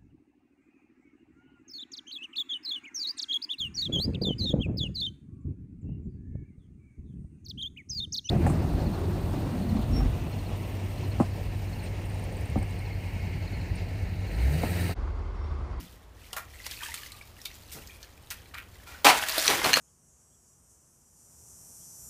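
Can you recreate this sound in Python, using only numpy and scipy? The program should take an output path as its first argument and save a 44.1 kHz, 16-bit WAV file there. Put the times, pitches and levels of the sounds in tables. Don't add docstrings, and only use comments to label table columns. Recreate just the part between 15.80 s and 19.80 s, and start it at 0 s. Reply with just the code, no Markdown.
import sys
import numpy as np
from scipy import signal
from scipy.fft import rfft, irfft, next_fast_len
from scipy.io import wavfile
from scipy.ndimage import map_coordinates

SR = 44100
rng = np.random.default_rng(int(sys.argv[2]) if len(sys.argv) > 2 else 0)


def to_wav(sig):
    pcm = np.clip(np.atleast_2d(sig), -1, 1) * 32767
    pcm = np.round(pcm).astype(np.int16)
    wavfile.write(sys.argv[1], SR, pcm.T)


N = 176400


def amp(db):
    return 10 ** (np.asarray(db) / 20)


def unit_rms(x):
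    return x / np.sqrt(np.mean(x ** 2) + 1e-20)


def clock():
    return np.arange(N) / SR


def along(points, hz):
    f, v = np.transpose(points)
    return np.interp(np.log(hz + 1), np.log(f + 1), v)


def add(track, start_s, x):
    i = max(0, round(start_s * SR))
    track[i:i + len(x)] += x[:max(0, N - i)]


def butter(x, hz, kind):
    return signal.sosfilt(signal.butter(1, hz, kind, fs=SR, output="sos"), x)


def coloured(x, db_of_hz):
    m = 2 * next_fast_len(len(x) // 2 + 4096)
    gain = amp(db_of_hz(np.fft.rfftfreq(m, 1 / SR)))
    cepstrum = irfft(np.log(gain + 1e-6), m)
    cepstrum[1:m // 2] *= 2
    cepstrum[m // 2 + 1:] = 0
    return irfft(rfft(x, m) * np.exp(rfft(cepstrum)), m)[:len(x)]


def wobble(knots_per_s):
    return map_coordinates(rng.standard_normal(2048), [clock() * knots_per_s], mode="wrap")


def swell(start_s, attack_s, t60_s, hold_s=0):
    t = clock() - start_s
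    return np.clip(t / attack_s, 0, 1) * amp(-60 * np.maximum(t - attack_s - hold_s, 0) / t60_s)


def patter(per_s, spread_db, wash):
    sizes = amp(spread_db * np.minimum(rng.exponential(size=N), 4)) * rng.choice([-1, 1], N)
    impacts = unit_rms(sizes * (rng.random(N) < per_s / SR))
    return unit_rms(impacts + wash * rng.standard_normal(N))


def droplets(colour, per_s, spread_db, wash):
    return unit_rms(coloured(patter(per_s, spread_db, wash), lambda hz: along(colour, hz)))


def bubble(hz, t60_s, rise):
    t = np.arange(int(t60_s * SR) + 2) / SR
    phase = 2 * np.pi * hz * (t + rise * t * t / (2 * t60_s))
    return np.sin(phase) * amp(-60 * t / t60_s) * (1 - np.exp(-t * hz))


def bubbles(lo_hz, hi_hz, cycles, spread_db, count):
    out = np.zeros(N)
    for when, height, rank in rng.random((count, 3)):
        hz = lo_hz * (hi_hz / lo_hz) ** height
        gain = amp(-spread_db * np.log(max(rank, .04)))
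        add(out, when * N / SR, gain * bubble(hz, cycles / hz, rise=0.097))
    return unit_rms(out)


def contacts(rows, colour, spatter, t60_s, tint_db=4.5):
    out, t = np.zeros(N), np.arange(SR // 10) / SR
    for start_s, peak_db in rows:
        kick = spatter * rng.standard_normal(len(t)) * amp(-60 * t / t60_s)
        kick[0] += 1
        tint = tint_db * rng.standard_normal(32)
        hit = coloured(kick, lambda hz: along(colour, hz) + map_coordinates(tint, [2 * np.log2(hz + 1)]))
        add(out, start_s, amp(peak_db) * hit / np.abs(hit).max())
    return out


# f/Hz, gain/dB
RUMBLE_EQ = [(25, -12), (58, 2.5), (100, -2.5), (150, -13.5), (1100, -21.5), (4000, -35.5), (15500, -47.5)]

def rumble(level_db=-52.5):
    return amp(level_db) * unit_rms(coloured(rng.standard_normal(N), lambda hz: along(RUMBLE_EQ, hz)))


# f/Hz, t60/s
WALL_DECAY = [(1500, 0.27), (12000, 0.14)]

def walls(x, gain_db=-9.5):
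    hz, t, noise = signal.stft(rng.standard_normal(SR // 2), SR, nperseg=256)
    tail = signal.istft(noise * amp(-60 * t / along(WALL_DECAY, hz)[:, None]), SR, nperseg=256)[1]
    return amp(gain_db) * signal.fftconvolve(np.pad(x, (SR // 200, 0)), tail / np.linalg.norm(tail))[:N]


# t/s, level/dB
RUNOFF_FLOW = [(0, -54), (.3, -71.5), (.44, -58), (.68, -60.5), (.88, -48), (1.19, -46.5), (1.47, -61.5),
               (1.76, -56.5), (2.17, -56.5), (2.3, -61.5), (3.02, -62)]
# f/Hz, gain/dB
RUNOFF_EQ = [(300, -21), (900, -6.5), (3000, 3), (14000, -4)]

def runoff():
    flow = amp(np.interp(clock(), *np.transpose(RUNOFF_FLOW)) + 2 * wobble(45))
    drops = droplets(RUNOFF_EQ, per_s=1400, spread_db=2.5, wash=0.33)
    gurgle = bubbles(lo_hz=1640, hi_hz=10400, cycles=37, spread_db=6, count=2400)
    return flow * (amp(-0.5) * drops + amp(-3.5) * gurgle)


# t/s, f/Hz, level/dB
DRIP_NOTES = [(.8, 1955, -36.5), (1.015, 1490, -34.5), (1.022, 934, -38), (1.029, 1145, -37),
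              (1.033, 3090, -27), (1.086, 887, -39), (1.119, 2005, -34), (1.412, 2260, -36.5),
              (1.616, 5330, -35.5), (1.657, 3520, -34), (1.661, 2210, -35), (3.146, 1434, -38)]

def drips(cycles=72):
    out, t = np.zeros(N), np.arange(SR // 10) / SR
    for start_s, hz, db in DRIP_NOTES:
        spit = butter(rng.standard_normal(len(t)), [hz / 2, hz * 2], "band")
        add(out, start_s, amp(db) * bubble(hz, cycles / hz, rise=0.29))
        add(out, start_s, amp(db - 8) * spit * amp(-60 * t / 0.06))
    return out


# t/s, f/Hz, level/dB, t60/s
TRICKLE_NOTES = [(1.18, 1198, -53.5, 1.2), (2.09, 2398, -48.5, 0.43)]

def trickles():
    out = np.zeros(N)
    for start_s, hz, db, t60_s in TRICKLE_NOTES:
        envelope = amp(db) * swell(start_s, 0.019, t60_s) * wobble(hz / 10)
        out += envelope * np.sin(2 * np.pi * hz * clock() + wobble(hz / 20))
    return out


# t/s, peak/dB
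TICK_HITS = [(.531, -21.5), (.8655, -18), (.912, -22), (1.1415, -20), (1.262, -30.5), (1.32, -32.5),
             (2.073, -29), (2.2295, -29.5), (2.504, -24), (2.7435, -33), (3.486, -13.5), (3.495, -10),
             (3.581, -11.5)]
# f/Hz, gain/dB
TICK_EQ = [(300, -17), (4500, 4), (15000, -6.5)]

def ticks():
    return contacts(TICK_HITS, TICK_EQ, spatter=0.18, t60_s=0.033)


# t/s, attack/s, t60/s, level/dB, centre/Hz, width/oct, treble/dB
SCRAPE_BURSTS = [(-.02, 0.015, 0.2, -39.5, 172, 0.49, -31), (.529, 0.0016, 0.095, -38.5, 800, 0.63, -20),
                 (0.5643, 0.0017, 0.13, -30, 1040, 0.81, -10.5),
                 (1.651, 0.005, 0.067, -34, 3930, 0.37, -6.5), (1.916, 0.0027, 0.34, -43, 5770, 1.1, -8),
                 (1.929, 0.051, 0.16, -46, 242, 1.37, -37), (2.505, 0.0051, 0.099, -32.5, 1840, 0.71, -1),
                 (2.737, 0.004, 0.12, -39, 1470, 0.7, -24), (2.764, 0.018, 0.14, -42, 2060, 0.52, -17),
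                 (3.053, 0.026, 1, -47.5, 870, 2.14, -37)]
# f/Hz, gain/dB
SCRAPE_PEAKS = [(1390, 6.5), (1900, 0.5), (2390, 1.5)]

def scrapes(q=31):
    out = np.zeros(N)
    for start_s, attack_s, t60_s, db, centre_hz, width_oct, treble_db in SCRAPE_BURSTS:
        def curve_db(hz):
            hump = np.exp(-.5 * (np.log2((hz + 1) / centre_hz) / width_oct) ** 2)
            shelf = amp(treble_db) * hz / (hz + centre_hz)
            return 20 * np.log10(hump + shelf + 1e-4)
        grains = patter(per_s=2500, spread_db=5, wash=0.72)[:SR // 2]
        grit = unit_rms(coloured(grains, curve_db))
        out += amp(db) * swell(start_s, attack_s, t60_s) * np.resize(grit, N)
    return out + sum(amp(db) * signal.lfilter(*signal.iirpeak(hz, q, fs=SR), out)
                     for hz, db in SCRAPE_PEAKS)


def treble_peak(x, hz=13560, gain_db=-0.5, q=16):
    return x + amp(gain_db) * signal.lfilter(*signal.iirpeak(hz, q, fs=SR), x)


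# t/s, level/dB
SPRAY_FLOW = [(3.34, -32.5), (3.52, -32.5), (3.67, -28.5), (3.78, -33), (4, -30.5)]
# f/Hz, gain/dB
SPRAY_EQ = [(120, -26), (500, -11), (850, -4.5), (1800, -2), (6000, -10), (15500, -13.5)]

def spray(start_s):
    flow = amp(np.interp(clock(), *np.transpose(SPRAY_FLOW)) + 1.8 * wobble(70))
    onset = np.clip((clock() - start_s) / 0.056, 0, 1)
    rain = droplets(SPRAY_EQ, per_s=1500, spread_db=3, wash=1)
    fizz = bubbles(lo_hz=1380, hi_hz=11100, cycles=13, spread_db=5.5, count=2200)
    crackle = droplets(TICK_EQ, per_s=1600, spread_db=6, wash=0.45)
    shower = amp(-28) * swell(start_s=3.584, attack_s=0.0064, t60_s=0.53)
    return flow * onset * (amp(-1.5) * rain + amp(-5.5) * fizz) + shower * crackle


# t/s, attack/s, t60/s, level/dB
PLUNGE_BURSTS = [(3.669, 0.031, 0.55, -26), (3.833, 0.025, 0.25, -24), (3.941, 0.031, 0.11, -31)]
# f/Hz, gain/dB
PLUNGE_EQ = [(30, -30), (70, -3), (160, -5.5), (870, 0), (2500, -4.5), (12000, -18)]

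def plunges():
    slosh = droplets(PLUNGE_EQ, per_s=1000, spread_db=-0.5, wash=0.45)
    gulp = bubbles(lo_hz=326, hi_hz=1690, cycles=36, spread_db=4.5, count=700)
    envelope = sum(amp(db) * swell(*timing) for *timing, db in PLUNGE_BURSTS)
    return envelope * (slosh + amp(-10) * gulp)


# t/s, f/Hz, level/dB
PLOP_NOTES = [(3.578, 321, -25.5), (3.579, 615, -15.5), (3.864, 273, -25), (3.969, 477, -20)]

def plops(cycles=14.3):
    out = np.zeros(N)
    for start_s, hz, db in PLOP_NOTES:
        add(out, start_s, amp(db) * bubble(hz, cycles / hz, rise=0.15))
    return out


# t/s, peak/dB, pitch ratio
SHARD_KNOCKS = [(3.424, -24, 0.36), (3.6794, -3, 1.385), (3.816, -20, 0.49), (3.8449, -11, 1),
                (3.932, -7, .98), (3.939, -2, 1), (3.9596, -12.5, 1.1)]
# f/Hz, gain/dB, t60/s
SHARD_MODES = [(1757, -1, 0.013), (2410, -3.5, 0.012), (2864, -3.5, 0.019), (4267, -0.5, 0.027),
               (6220, -10, 0.019)]

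def shards():
    out, t = np.zeros(N), np.arange(SR // 8) / SR
    for start_s, peak_db, pitch in SHARD_KNOCKS:
        ring = np.zeros(len(t))
        for hz, db, t60_s in SHARD_MODES:
            decay = amp(db + rng.normal() - 60 * t * pitch / t60_s)
            ring += decay * np.sin(2 * np.pi * (hz * pitch * t + rng.random()))
        crack = butter(rng.standard_normal(len(t)), [1200, 7000], "band") * amp(-60 * t / 0.013)
        hit = (ring + 1.02 * crack) * (1 - np.exp(-t / 0.00013))
        add(out, start_s, amp(peak_db) * hit / np.abs(hit).max())
    return out


# t/s, peak/dB
SLAP_HITS = [(3.2465, -6), (3.2528, 1), (3.2588, -6.5), (3.2675, -1.5), (3.701, -12.5), (3.9705, -10)]
# f/Hz, gain/dB
SPLASH_EQ = [(80, -34), (290, -12.5), (520, -10), (790, -1), (1450, -8.5), (2300, -7), (5500, -15.5),
             (15500, -25)]
# f/Hz, gain/dB
POCKET_MODES = [(320, -26), (577, -22.5), (738, -30), (822, -22), (985, -23), (1325, -24.5), (2186, -19.5)]

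def splash(start_s, attack_s=0.0039, hold_s=0.056):
    def envelope(t60_s):
        return swell(start_s, attack_s, t60_s, hold_s)
    burst = droplets(SPLASH_EQ, per_s=2500, spread_db=1, wash=0.72)
    churn = butter(burst, 2200, "low") * envelope(t60_s=0.25)
    hiss = butter(burst, 2200, "high") * envelope(t60_s=0.098)
    pockets = sum(amp(db) * np.sin(2 * np.pi * (hz * clock() + rng.random()) + 0.44 * wobble(60))
                  for hz, db in POCKET_MODES)
    slaps = contacts(SLAP_HITS, SPLASH_EQ, spatter=0.23, t60_s=0.016)
    return amp(-16.5) * (churn + hiss) + amp(-9) * pockets * envelope(t60_s=0.13) + slaps


def scene():
    impact_s = 3.2445
    lift = treble_peak(runoff() + drips() + trickles() + ticks() + scrapes())
    throw = splash(impact_s) + spray(impact_s) + plunges() + plops() + shards()
    pond = lift + throw
    return (pond + walls(pond) + rumble())[None]


def record(dry):
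    top_hz = 15400
    m = next_fast_len(N + SR // 2)
    passband = np.fft.rfftfreq(m, 1 / SR) < top_hz
    return irfft(rfft(np.clip(dry, -1, 1), m) * passband, m)[..., :N]


dry = scene()
out = record(dry)
to_wav(out)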